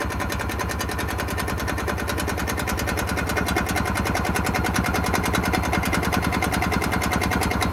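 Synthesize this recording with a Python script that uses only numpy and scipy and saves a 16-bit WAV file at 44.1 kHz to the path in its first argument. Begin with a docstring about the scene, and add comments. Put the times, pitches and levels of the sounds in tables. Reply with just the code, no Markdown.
"""Outdoors, at an open engine bay, a small air-cooled engine idles at ten firings a second.
Each cycle is a combustion knock and a bright clack of slack parts, both ringing the metal, then a
hollow gulp of air through the air cleaner. Fan and gears whirr underneath. The idle lopes: strong and
weak firings take turns, and now and then a slack part snaps hard.
The microphone leans in over the first six seconds."""
import sys
import numpy as np
from scipy import signal
from scipy.fft import rfft, irfft, next_fast_len
from scipy.io import wavfile
from scipy.ndimage import uniform_filter1d

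SR = 44100
rng = np.random.default_rng(int(sys.argv[2]) if len(sys.argv) > 2 else 0)


def dump(signal):
    """Clip the signal to [-1, 1] and save it as 16-bit WAV at the path in sys.argv[1]."""
    limited = np.clip(np.atleast_2d(signal).T, -1, 1)
    pcm = np.round(limited * 32767).astype(np.int16)
    wavfile.write(sys.argv[1], SR, pcm)


N = 340452
TIME = np.arange(N) / SR

# ringing modes of the castings and tinware:
# f/Hz, t60/s, knock level/dB, clack level/dB, change from afar/dB, change midway/dB
BLOCK_MODES = [(435.6, 0.041, -22.5, -24.5, 1, 1.5), (585, 0.12, -35, -31.5, 8, 4.5),
               (734.3, 0.057, -15.5, -21.5, -12.5, -1), (1003.4, 0.086, -41, -27, 7.5, -16),
               (1039.5, 0.14, -38, -31.5, 12.5, -20), (1418, 0.036, -32, -22, -15, 6),
               (1500, 0.097, -39, -27.5, 0, 7.5), (1580, 0.014, -53, -33.5, 24.5, 16),
               (1812, 0.13, -39, -44, 16, 12), (1914, 0.12, -30.5, -54, -23, -6),
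               (2071, 0.082, -22, -29, -24, -9), (2134.5, 0.12, -24.5, -29, -15, -1.5),
               (2320, 0.2, -44, -49, 16, -9), (2397, 0.04, -34.5, -33.5, 3.5, 7),
               (2493, 0.17, -57, -41.5, 5, 8), (2685, 0.05, -29, -28.5, -20, -28),
               (2857, 0.24, -42.5, -47, 2.5, -7), (3000, 0.1, -49, -46, -19, 0),
               (3506, 0.078, -52, -33, -0.5, -6), (3990, 0.016, -68, -21.5, -15, -2),
               (4231, 0.42, -51.5, -43.5, -1, -4), (4720, 0.12, -67, -39, -15, -15),
               (5150, 0.041, -46, -29, -21, -1), (5640, 0.18, -50, -68, -3, 14),
               (6270, 0.19, -41, -52, 2, -2.5), (6480, 0.14, -50, -46, 9, -2)]
MODE_HZ, MODE_T60, MODE_KNOCK_DB, MODE_CLACK_DB, MODE_FAR_DB, MODE_MIDWAY_DB = np.transpose(BLOCK_MODES)


def engine_cycles(first_gulp_cycles=0.44, firing_scatter=0.3):
    """The loping idle: each cycle's gulp time and firing strength (above 0 strong, below 0 weak)."""
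    # idle speed: t/s, firing rate/Hz
    speed = [(0.0, 10.04), (0.4, 10.31), (0.6, 9.941), (1.0, 10.313), (1.6, 9.993), (3.2, 10.103),
             (3.4, 10.342), (3.6, 9.885), (3.8, 10.618), (4.0, 9.945), (4.2, 10.359), (4.4, 10.056),
             (5.2, 10.158), (5.6, 10.098), (6.0, 10.111), (7.72, 10.115)]
    # swing between strong and weak firings: t/s, depth (below 0 the turns swap)
    lope = [(0, 0.77), (1.35, 1.21), (1.65, -0.53), (2.9, -0.26), (3.3, 1.41), (3.75, 1.15), (4.15, -0.54),
            (4.4, 0.5), (5.2, 1.1), (5.9, 1.11), (6.25, 0.32), (7.3, .8), (7.5, -0.73)]
    elapsed_cycles = np.cumsum(np.interp(TIME, *np.transpose(speed))) / SR - first_gulp_cycles
    cycle = np.arange(int(elapsed_cycles[-1]) + 1)
    times = np.interp(cycle, elapsed_cycles, TIME)
    swing = (-1) ** cycle * np.interp(times, *np.transpose(lope))
    return times, swing + firing_scatter * rng.standard_normal(len(times))


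def knocks(gulp_times, firing, tap_lead_s=0.0505, knock_lead_s=0.0415):
    """Combustion: a soft, dull tap as pressure builds, then the knock."""
    # colour of the knock's metal noise: f/Hz, level/dB
    spectrum = [(120, -59), (300, -1.5), (600, -21.5), (1000, -19.5), (1300, -44.5), (1900, -17),
                (2600, -24), (3500, -31), (4500, -30.5), (5600, -28), (7700, -39.5), (10500, -28.5),
                (13000, -34.5), (16000, -40)]
    db = cycle_level(gulp_times, firing, near_db=-1.1, far_db=-4.5, firing_db=1.0, scatter_db=2.5)
    tap = metal_blows(gulp_times - tap_lead_s, db - 9, db - 13, spectrum, MODE_KNOCK_DB,
                      rise_s=0.00095, spread_s=0.0021, rebound=0.98, crack=0.0013)
    knock = metal_blows(gulp_times - knock_lead_s, db, 0.76 * db, spectrum, MODE_KNOCK_DB,
                        rise_s=0.00072, spread_s=0.0051, rebound=0.42, crack=0.0016)
    return tap + knock


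def clacks(gulp_times, firing, lead_s=0.0246, hurry_s=0.0021):
    """Slack parts snap across their play: early and full on strong firings, late and bright on weak."""
    # accents, hard snaps and one that barely touches: t/s, relative treble level/dB
    accents = [(.3215, 1), (.9137, -1.5), (1.3037, -1), (2.0934, 1.5), (2.6917, 2.5), (3.2923, 3),
               (3.6884, 3.5), (4.3613, 3.5), (5.0615, 2), (5.348, 3), (5.8536, 3), (7.035, 4),
               (7.5326, -11), (7.6244, 3)]
    # colour of the clack's metal noise: f/Hz, level/dB
    spectrum = [(120, -28.5), (300, -24.5), (700, -14), (1050, -12), (1250, -11), (1700, -16),
                (2600, -19.5), (4200, -22.5), (6500, -22.5), (7500, -28.5), (10500, -23.5), (13000, -25.5),
                (14500, -32), (16000, -43)]
    times = gulp_times - lead_s - hurry_s * firing
    body_db = cycle_level(times, firing, near_db=0.34, far_db=-5.0, firing_db=1.5, scatter_db=0.0)
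    treble_db = cycle_level(times, firing, near_db=-0.5, far_db=-3.5, firing_db=-1.0, scatter_db=5.7)
    for at, db in accents:
        nearest = np.argmin(abs(times - at))
        times[nearest], treble_db[nearest] = at, db
    return metal_blows(times - 0.0006, body_db, treble_db - 2.0, spectrum, MODE_CLACK_DB,
                       rise_s=0.00069, spread_s=0.0075, rebound=0.45, crack=0.0026)


def metal_blows(times, body_db, treble_db, spectrum, mode_db, rise_s, spread_s, rebound, crack,
                ripple_db=4.0, detune_hz=6, mode_scatter_db=1.8, size=8192):
    """Metal strikes metal: a dry crack, dense noise dying band by band, and the ring of the block."""
    # decay of the dense metal noise: f/Hz, t60/s
    damping = [(150, 0.046), (500, 0.15), (1200, 0.12), (2200, 0.18), (4000, 0.098), (6300, 0.093),
               (8500, 0.073), (14000, 0.031)]
    t, hz, out = np.arange(size) / SR, np.fft.rfftfreq(size, 1 / SR), np.zeros(N)
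    band_hz, band_t60 = np.transpose(damping)
    band_shapes = np.array([curve_at(np.c_[band_hz, row], hz) for row in np.eye(len(band_hz))])
    bands = band_shapes * amp(curve_at(spectrum, hz)) * casing(hz)
    decay_spectra = rfft(amp(-60 * t / band_t60[:, None]) ** 2, 2 * size)
    treble_shelf = curve_at([(1500, 0.056), (4500, 1.0)], hz)
    mode_fades = amp(-60 * t / MODE_T60[:, None])
    for at, body, treble in zip(times, body_db, treble_db):
        contact = chatter(t, rise_s, spread_s, rebound)
        tail_power = abs(irfft(decay_spectra * rfft(contact, 2 * size))[:, :size])
        envelopes = np.sqrt(tail_power + crack * SR * contact)
        # no two blows land alike: each favours other high overtones
        ripple = uniform_filter1d(rng.standard_normal(len(hz)), size=30)
        colour = amp(body + treble_shelf * (treble - body + ripple_db * ripple / ripple.std()))
        band_noise = irfft(rfft(rng.standard_normal(size)) * bands * colour)
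        # each panel beams its mode its own way, so the mix changes as the microphone moves
        place = 2 * nearness(at) - 1  # -1 far, 0 midway, 1 close
        beam_db = MODE_FAR_DB * max(-place, 0) + MODE_MIDWAY_DB * (1 - abs(place))
        strength, detune, phase = rng.standard_normal((3, len(MODE_HZ)))
        waves = np.sin(2 * np.pi * (np.outer(MODE_HZ + detune_hz * detune, t) + phase[:, None]))
        ring = amp(mode_db + body + beam_db + mode_scatter_db * strength) @ (waves * mode_fades)
        add(out, at, (band_noise * envelopes).sum(0) + ring * np.sqrt(np.cumsum(contact)))
    return out


def chatter(t, rise_s, spread_s, rebound, count=5):
    """Power envelope of one blow: a first contact and a few rebounds, summing to 1."""
    delays = np.r_[0, rng.uniform(0, spread_s, count)]
    strengths = np.r_[1, rebound * rng.exponential(1, count)]
    age = np.maximum(t - delays[:, None], 0) / rise_s
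    power = strengths @ (age * np.exp(-age))
    return power / power.sum()


def intake(times, firing):
    """The engine draws air once a cycle, harder after a strong firing."""
    db = cycle_level(times, firing, near_db=0.7, far_db=-8.5, firing_db=0.63, scatter_db=1.1)
    return gulps(times, db) + valve_rush(times, db)


def gulps(times, gulp_db, scatter_db=0.5, size=12288):
    """Each intake stroke thumps the air cleaner: hollow notes close by, a boom that carries far."""
    # air cleaner notes and the boom under them: delay/s, f/Hz, t60/s, level/dB, weight on the gulp's dB
    airbox_notes = [(-.0017, 250, .03, -12, .9), (.0009, 181, .095, -16, 1.3), (.0141, 295, .04, -20.5, .9),
                    (-.0009, 116, .177, -22, .7), (.0066, 69, .125, -14, .15), (.0273, 93, .16, -17.5, .15)]
    t, out = np.arange(size) / SR, np.zeros(N)
    for at, db in zip(times, gulp_db):
        for delay, hz, t60, level_db, weight in airbox_notes:
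            swell = 1 - np.exp(-2 * hz * t)  # the pressure builds over half a period
            fade = amp(-60 * t / t60)
            gain = amp(level_db + weight * db + scatter_db * rng.standard_normal())
            add(out, at + delay, -gain * swell * fade * np.sin(2 * np.pi * hz * t))
    return out


def valve_rush(times, gulp_db, lead_s=0.0047, open_s=0.037):
    """Air hisses past the open valve for the length of each intake stroke."""
    # colour of the rushing air: f/Hz, level/dB
    spectrum = [(200, -44), (360, -32), (460, -20), (600, -23), (740, -20), (900, -18), (1060, -16),
                (1200, -37), (1430, -9.5), (1650, -58), (2300, -57), (3500, -67), (8000, -69)]
    gate = np.zeros(N)
    for at, db in zip(times, gulp_db):
        add(gate, at - lead_s, amp(db) * signal.windows.tukey(int(open_s * SR), 0.5))
    return gate * casing_noise(spectrum)


def whirr(far_db=-3.5, grit_db=1.0):
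    """Cooling fan and gears lay a steady, slightly gritty bed under the blows."""
    # colour of the fan and gears: f/Hz, level/dB
    spectrum = [(25, -24), (45, -8), (85, -17), (140, -13.5), (290, -17), (600, -23), (1030, -17.5),
                (1300, -22.5), (1700, -29), (2400, -32), (3200, -40.5), (7500, -51.5), (12800, -45),
                (16000, -58)]
    grit = uniform_filter1d(rng.standard_normal(N), size=60)
    return casing_noise(spectrum) * amp(far_db * (1 - nearness(TIME)) + grit_db * grit / grit.std())


def casing(hz, peak_db=4.5, dip_db=-2.0, broadening=1.4):
    """Gain of the casing, which lifts noise at its own modes and dips the mids between them."""
    half_width_hz = broadening * np.log(1000) / (2 * np.pi * MODE_T60[:, None])
    peaks = (1 / (1 + ((hz - MODE_HZ[:, None]) / half_width_hz) ** 2)).max(0)
    mids = curve_at([(450, 0), (2500, 1), (7500, 0.056)], hz)
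    return amp(peak_db * peaks + dip_db * mids)


def casing_noise(spectrum):
    """Steady noise of a given colour, heard through the casing."""
    size, hz = next_fast_len(N), np.linspace(0, SR / 2, num=4097)
    colour = amp(curve_at(spectrum, hz)) * casing(hz)
    gain = np.interp(np.fft.rfftfreq(size, 1 / SR), hz, colour)
    return irfft(rfft(rng.standard_normal(size)) * gain, size)[:N]


def cycle_level(times, firing, near_db, far_db, firing_db, scatter_db):
    """A part's dB in each cycle: its close level, less with distance, swung by firing and by chance."""
    farness = (1 - nearness(times)) ** 2
    chance = rng.uniform(-1, 1, len(times))
    return near_db + far_db * farness + firing_db * firing + scatter_db * chance


def nearness(t):
    """How close the microphone is to the engine, from 0 (far) to 1 (close)."""
    # the microphone leaning in: t/s, nearness
    approach = [(0, 0.09), (1, 0.11), (2, 0.23), (3, 0.39), (4, 0.65), (5, 0.85), (6.3, 0.99), (7.72, 0.99)]
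    return np.interp(t, *np.transpose(approach))


def amp(db):
    """Decibels to gain."""
    return 10 ** (np.asarray(db) / 20)


def curve_at(points, hz):
    """A curve's value on a log-frequency axis."""
    point_hz, values = np.transpose(points)
    return np.interp(np.log(hz + 1), np.log(point_hz + 1), values)


def add(mix, at_s, sound):
    """Mixes a sound in at a given time, trimmed to fit."""
    start = int(round(at_s * SR))
    sound = sound[max(-start, 0):]
    part = mix[max(start, 0):][:len(sound)]
    part += sound[:len(part)]


def scene():
    """Knock, clack and gulp in every cycle over the whirr, in mono."""
    times, firing = engine_cycles()
    return (knocks(times, firing) + clacks(times, firing) + intake(times, firing) + whirr())[None]


def record(dry, low_cut_hz=44, high_cut_hz=16050):
    """The microphone sheds the deepest rumble; a steep high cut trims the very top."""
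    low_cut = signal.butter(2, low_cut_hz, "high", fs=SR, output="sos")
    high_cut = signal.firwin(401, high_cut_hz, window=("kaiser", 8), fs=SR)
    return signal.oaconvolve(signal.sosfiltfilt(low_cut, dry), high_cut[None], "same")


dry = scene()
out = record(dry)
dump(out)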